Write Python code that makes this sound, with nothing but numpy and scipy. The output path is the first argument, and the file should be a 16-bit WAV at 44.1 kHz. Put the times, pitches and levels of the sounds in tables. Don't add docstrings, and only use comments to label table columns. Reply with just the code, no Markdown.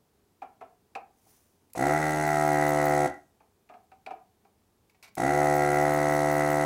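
import sys
import numpy as np
from scipy import signal
from scipy.fft import rfft, irfft, next_fast_len
from scipy.io import wavfile
from scipy.ndimage import map_coordinates

SR = 44100
rng = np.random.default_rng(int(sys.argv[2]) if len(sys.argv) > 2 else 0)


def digitize_waveform(pressure):
    field = np.atleast_2d(pressure).T
    bounded = np.clip(field, -1, 1)
    quanta = np.round(bounded * 32767).astype(np.int16)
    wavfile.write(sys.argv[1], SR, quanta)


N = 293265

# switch-on t/s, first stroke t/s, switch-off t/s, start speed/Hz, spin-up/s, first squeak t/s
PUMP_RUNS = [(1.7335, 1.7736, 3.056, 56.0, .06, 1.912), (5.1524, 5.1767, 6.7, 40.64, .0411, 5.372)]
# t/s, speed/Hz
CRUISE_SPEEDS = [
    [(2.0, 76.92), (2.55, 74.34), (3.05, 73.18)],
    [(5.45, 73.65), (5.7, 72.83), (5.85, 73.87), (6.6, 74.03)],
]
# f/Hz, level/dB
DIAPHRAGM_BODY = [(25, -26), (55, -19.5), (74, -14), (105, -13.5), (148, -5), (185, -7), (221, -18.5),
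                  (255, -2.5), (295, -2.5), (369, -2.5), (443, -18.5), (517, -3), (590, -16.5), (1300, -81)]
# f/Hz, level/dB
GRIP_BODY = [(200, -74), (480, -26.5), (590, -8), (665, 1), (738, 2), (812, 1), (885, -10.5), (960, -13.5),
             (1100, -31), (1250, -23), (1700, -45.5), (3500, -85.5)]
# f/Hz, level/dB
CASING_BODY = [(300, -45), (800, -6.5), (1050, -10.5), (1180, -9.5), (1380, -0.5), (1600, -5),
               (1750, -10.5), (1980, 4), (2200, -11), (2450, -19.5), (2700, -19), (3000, -49), (5000, -51)]
# f/Hz, level/dB
VALVE_SPECTRUM = [(1500, -24.5), (2700, -3.5), (3200, -3), (4200, 1), (4900, -2.5), (5500, 0.5),
                  (6600, 5.5), (7150, -3.5), (7850, 6), (8400, -3), (9600, 4), (11000, -4.5), (13000, -7),
                  (16000, -15)]
# t/s, relative knock level/dB, relative tick level/dB, knock's lag/s
NOZZLE_HITS = [(0.4174, -29.5, -51.5, 0.0014), (0.608, -35, -51.5, .003), (0.951, -27.5, -29.5, .002),
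               (1.259, -57.5, -78, 0.0032), (3.403, -51, -60.5, .0015), (3.690, -42, -50, .006),
               (3.738, -41.5, -52.5, .002), (3.916, -45, -48.5, .0015), (4.062, -32.5, -33.5, 0.00087),
               (4.106, -28.5, -43, .0008), (4.448, -53.5, -60.5, 0.0014)]
# f/Hz, width/Hz, level/dB
BOARD_MODES = [(252, 68, -18.5), (426, 65, -12.5), (681, 90, -2.5), (768, 80, 1), (1035, 110, -11),
               (1067, 36, -9), (1255, 120, -15), (1690, 140, -23.5), (2350, 256, -25.5)]
# f/Hz, level/dB
TICK_SPECTRUM = [(400, -19.5), (1300, 3), (1900, -1.5), (2500, 6.5), (3200, -11), (4400, -10),
                 (6000, -18.5), (10000, -23), (15000, -38)]
# t/s, level/dB, length/s, tilt/(dB per octave)
TRIGGER_CREAKS = [(1.699, -68.5, 0.011, 1), (4.896, -64, 0.014, -3), (4.946, -66, 0.0115, -7),
                  (5.026, -49.5, .035, -3.5), (5.077, -57.5, 0.017, -3.5)]
# delay/s, level/dB, length/s, tilt/(dB per octave)
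SWITCH_ON_SOUNDS = [(0, -38.5, 0.0033, 7.5), (.017, -38.5, 0.035, -15.5)]
# f/Hz, level/dB
PLASTIC_SPECTRUM = [(300, -33.5), (750, -1.5), (1300, -5.5), (1650, -7), (2250, 8.5), (3200, -6), (4600, 1),
                    (5400, -1.5), (7000, -2.5), (11000, -3.5), (12300, -1.5), (12850, 0), (13400, -6),
                    (16000, -11)]
# peak t/s, level/dB
SOLDER_SPURTS = [(1.185, -74), (1.295, -64)]
# f/Hz, level/dB
FLUX_SPECTRUM = [(1000, -4.5), (4200, -8.5), (6000, 0.5), (8000, -5.5), (9800, 1.5), (12000, -8.5),
                 (13500, 0.5), (16000, -6)]
# f/Hz, level/dB
ROOM_TONE_SPECTRUM = [(20, -21), (45, -6.5), (100, -0.5), (140, -8), (200, -3.5), (300, -8), (420, -5),
                      (520, -14), (800, -13), (1400, -21.5), (2500, -25.5), (15500, -28.5)]
# f/Hz, t60/s
ROOM_DECAY = [(200, 0.37), (800, 0.31), (2000, 0.29), (5000, 0.18), (12000, 0.025)]

FIRST_STROKE_DB, BUILD_S, SAG_DB_PER_S = -7, .018, 0.52
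COAST_S, BRAKE_DB_PER_S = .05, 701.5
AIR_DELAY_S, AIR_ATTACK_S, AIR_HANG_S, AIR_FALL_DB_PER_S = .018, .003, 0.0098, 403.5
LEAK_DB, LEAK_FALL_DB_PER_S = -13, 93
SQUEAK_EVERY_S, SQUEAK_COLD_DB, SQUEAK_WARM_S = .19, -12.5, .28
AFTER_SQUEAK_S, AFTER_SQUEAK_DB = 0.067, -7.5
SIZZLE_RISE_DB_PER_S, SIZZLE_FALL_DB_PER_S = 245, 57.5
ROOM_TONE_DB, TOP_HZ = -69, 15850


def pump(times, forces, grip_lag_s=0.00135, casing_lag_s=0.003593, rebound_s=0.003683,
         thump_db=-1.04, grip_db=1.5, casing_db=-8, rebound_db=-5):
    rock = 2 * np.pi * .385 * np.arange(len(times))
    times = times + .00002 * np.cos(rock)
    forces = forces * (1 + .06 * np.sin(rock))
    thump = amp(thump_db) * struck(times, forces, DIAPHRAGM_BODY, jitter_s=.00002, scatter_db=0.44)
    honk = amp(grip_db) * struck(times + grip_lag_s, forces, GRIP_BODY, jitter_s=.00003, scatter_db=0.56)
    casing_times = times + casing_lag_s
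    outward = struck(casing_times, forces, CASING_BODY, jitter_s=.00003, scatter_db=1.5)
    back = struck(casing_times + rebound_s, forces, CASING_BODY, jitter_s=.00007, scatter_db=-0.6)
    rattle = amp(casing_db + .5 * wobble(9)) * (outward + amp(rebound_db) * back)
    return room(thump, wet_db=-13.5) + room(honk, wet_db=-11.5) + room(rattle, wet_db=-7)


def motor_strokes():
    times, forces = [], []
    for (_, first, off, start_speed, spin_up, _), cruise in zip(PUMP_RUNS, CRUISE_SPEEDS):
        t = np.arange(first, off + 2 * COAST_S, 1 / SR)
        settled = np.interp(t, *np.transpose(cruise))
        driven = settled + (start_speed - settled) * np.exp(-(t - first) / spin_up)
        speed = driven * np.exp(-np.maximum(t - off, 0) / COAST_S)
        turns = np.cumsum(speed) / SR
        at = np.interp(np.arange(turns[-1]), turns, t)
        age, late = at - first, np.maximum(at - off, 0)
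        force_db = FIRST_STROKE_DB * np.exp(-age / BUILD_S) - SAG_DB_PER_S * age - BRAKE_DB_PER_S * late
        times.append(at)
        forces.append(amp(force_db))
    return np.concatenate(times), np.concatenate(forces)


def valves(times, intake_s=0.0055, exhaust_s=0.00841, intake_width_s=0.0017, exhaust_width_s=0.0011,
           clack=0.87, gain_db=-50.5):
    t = np.arange(SR // 50) / SR
    intake = 1.84 * np.exp(-((t - intake_s) / intake_width_s) ** 2)
    exhaust = 1.72 * np.exp(-((t - exhaust_s) / exhaust_width_s) ** 2)
    puffs = intake + exhaust
    openings = pulses(times, amp(1.2 * rng.standard_normal(len(times))))
    hiss = (1 + through(openings, puffs)) * noise(VALVE_SPECTRUM)
    flaps = clack * through(openings, puffs * noise(VALVE_SPECTRUM, count=len(t)))
    return amp(gain_db) * airflow() * (hiss + flaps)


def airflow():
    t, flow = clock(), np.zeros(N)
    for on, _, off, *_ in PUMP_RUNS:
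        age = np.maximum(t - on - AIR_DELAY_S, 0)
        late = np.maximum(t - off - AIR_HANG_S, 0)
        fall_db = np.maximum(-AIR_FALL_DB_PER_S * late, LEAK_DB - LEAK_FALL_DB_PER_S * late)
        flow += (1 - np.exp(-age / AIR_ATTACK_S)) * amp(fall_db)
    return flow


def squeaks(times, pitch_hz=14400, width_hz=850, bout_s=.032, rub_s=0.0027, scatter_db=4, gain_db=-52.5):
    bout = lambda s: np.exp(-np.abs((clock() - s) / bout_s) ** 1.5)
    swell = np.zeros(N)
    for on, _, off, _, _, first_squeak in PUMP_RUNS:
        for s in np.arange(first_squeak, off - AFTER_SQUEAK_S, SQUEAK_EVERY_S):
            warmth = amp(SQUEAK_COLD_DB * np.exp(-(s - on) / SQUEAK_WARM_S))
            swell += warmth * (bout(s) + amp(AFTER_SQUEAK_DB) * bout(s + AFTER_SQUEAK_S))
    late, size = rng.standard_normal((len(times), 2)).T
    t = np.arange(SR // 20) / SR
    contacts = pulses(times + .003 * late, amp(scatter_db * size))
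    rubs = through(contacts, t / rub_s * np.exp(1 - t / rub_s))
    band = filtered(rng.standard_normal(N), lambda hz: 1 / (1 + ((hz - pitch_hz) / width_hz) ** 2))
    return amp(gain_db) * swell * unit(rubs) * unit(band)


def nozzle_knocks(chatter_rise_s=0.0005, chatter_t60=0.1, tick_rise_s=0.001, tick_t60=0.047,
                  knock_db=-9, tick_db=-5):
    track, t = np.zeros(N), np.arange(SR // 2) / SR
    chatter_shape = amp(-60 * t / chatter_t60) * (1 - np.exp(-t / chatter_rise_s))
    tick_shape = amp(-60 * t / tick_t60) * (1 - np.exp(-t / tick_rise_s))
    for s, board_db, pin_db, lag in NOZZLE_HITS:
        ring = filtered(rng.standard_normal(len(t)) * chatter_shape, board_response)
        knock = amp(board_db + knock_db) * ring / np.std(ring[:SR // 50])
        tick = amp(pin_db + tick_db) * noise(TICK_SPECTRUM, count=len(t)) * tick_shape
        add(track, s, room(tick, wet_db=-13.5))
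        add(track, s + lag, room(knock, wet_db=-9))
    return track


def board_response(hz):
    return sum((-1) ** k * amp(db) * 1j * hz * width / (centre ** 2 - hz ** 2 + 1j * hz * width)
               for k, (centre, width, db) in enumerate(BOARD_MODES))


def trigger(attack_s=0.00064):
    track, t = np.zeros(N), np.arange(SR // 5) / SR
    starts = [(on + delay, *sound) for on, *_ in PUMP_RUNS for delay, *sound in SWITCH_ON_SOUNDS]
    for s, db, length, tilt in TRIGGER_CREAKS + starts:
        rub = noise([(hz, level + tilt * np.log2(hz)) for hz, level in PLASTIC_SPECTRUM], count=len(t))
        shape = np.exp(-(t / length) ** 2) * (1 - np.exp(-t / attack_s))
        add(track, s, amp(db) * rub * shape)
    return track


def solder_sizzle(grain_db=1.5):
    t = clock()
    spurts = sum(amp(db - np.maximum(SIZZLE_RISE_DB_PER_S * (s - t), SIZZLE_FALL_DB_PER_S * (t - s)))
                 for s, db in SOLDER_SPURTS)
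    return spurts * amp(grain_db * wobble(280)) * noise(FLUX_SPECTRUM)


def room(x, wet_db, gap_s=.006):
    hz, t, spectra = signal.stft(rng.standard_normal(SR // 2), SR, nperseg=256)
    decay = amp(-60 * t / along(ROOM_DECAY, hz)[:, None])
    tail = signal.istft(spectra * decay, SR)[1]
    tail = np.pad(tail / np.linalg.norm(tail), (round(gap_s * SR), 0))
    return x + amp(wet_db) * signal.fftconvolve(x, tail)[:len(x)]


def room_tone():
    return amp(ROOM_TONE_DB) * noise(ROOM_TONE_SPECTRUM)


def struck(times, forces, body, jitter_s, scatter_db):
    late, size = rng.standard_normal((len(times), 2)).T
    blows = pulses(times + jitter_s * late, forces * amp(scatter_db * size))
    return through(blows, ringing(body))


def ringing(body, size=8192):
    gain = amp(along(body, np.fft.rfftfreq(size, 1 / SR)))
    cepstrum = irfft(np.log(gain))
    cepstrum[1:size // 2] *= 2
    cepstrum[size // 2 + 1:] = 0
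    ring = irfft(np.exp(rfft(cepstrum)))
    return ring / np.linalg.norm(ring)


def pulses(times, sizes):
    at = np.clip(times * SR, 0, N)
    i = at.astype(int)
    before = np.bincount(i, sizes * (1 - at + i), N + 2)
    after = np.bincount(i + 1, sizes * (at - i), N + 2)
    return (before + after)[:N]


def noise(spectrum, count=N):
    return unit(filtered(rng.standard_normal(count), lambda hz: amp(along(spectrum, hz))))


def wobble(rate):
    knots = rng.standard_normal(int(N * rate / SR) + 4)
    return map_coordinates(knots, [np.arange(N) * rate / SR])


def filtered(x, response):
    size = next_fast_len(len(x) + 8192)
    return irfft(rfft(x, size) * response(np.fft.rfftfreq(size, 1 / SR)), size)[:len(x)]


def through(x, impulse_response):
    return signal.fftconvolve(x, impulse_response)[:N]


def along(points, hz):
    f, values = np.transpose(points)
    return np.interp(np.log(hz + 1), np.log(f + 1), values)


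def add(track, s, sound):
    part = track[round(s * SR):][:len(sound)]
    part += sound[:len(part)]


def amp(db):
    return 10 ** (np.asarray(db) / 20)


def unit(x):
    return x / np.sqrt(np.mean(x ** 2) + 1e-20)


def clock():
    return np.arange(N) / SR


def scene():
    times, forces = motor_strokes()
    air_and_trigger = room(valves(times) + squeaks(times) + trigger(), wet_db=-10.5)
    gun = pump(times, forces) + air_and_trigger
    return (gun + nozzle_knocks() + solder_sizzle() + room_tone())[None]


def record(dry):
    return filtered(dry[0], lambda hz: hz < TOP_HZ)[None]


dry = scene()
out = record(dry)
digitize_waveform(out)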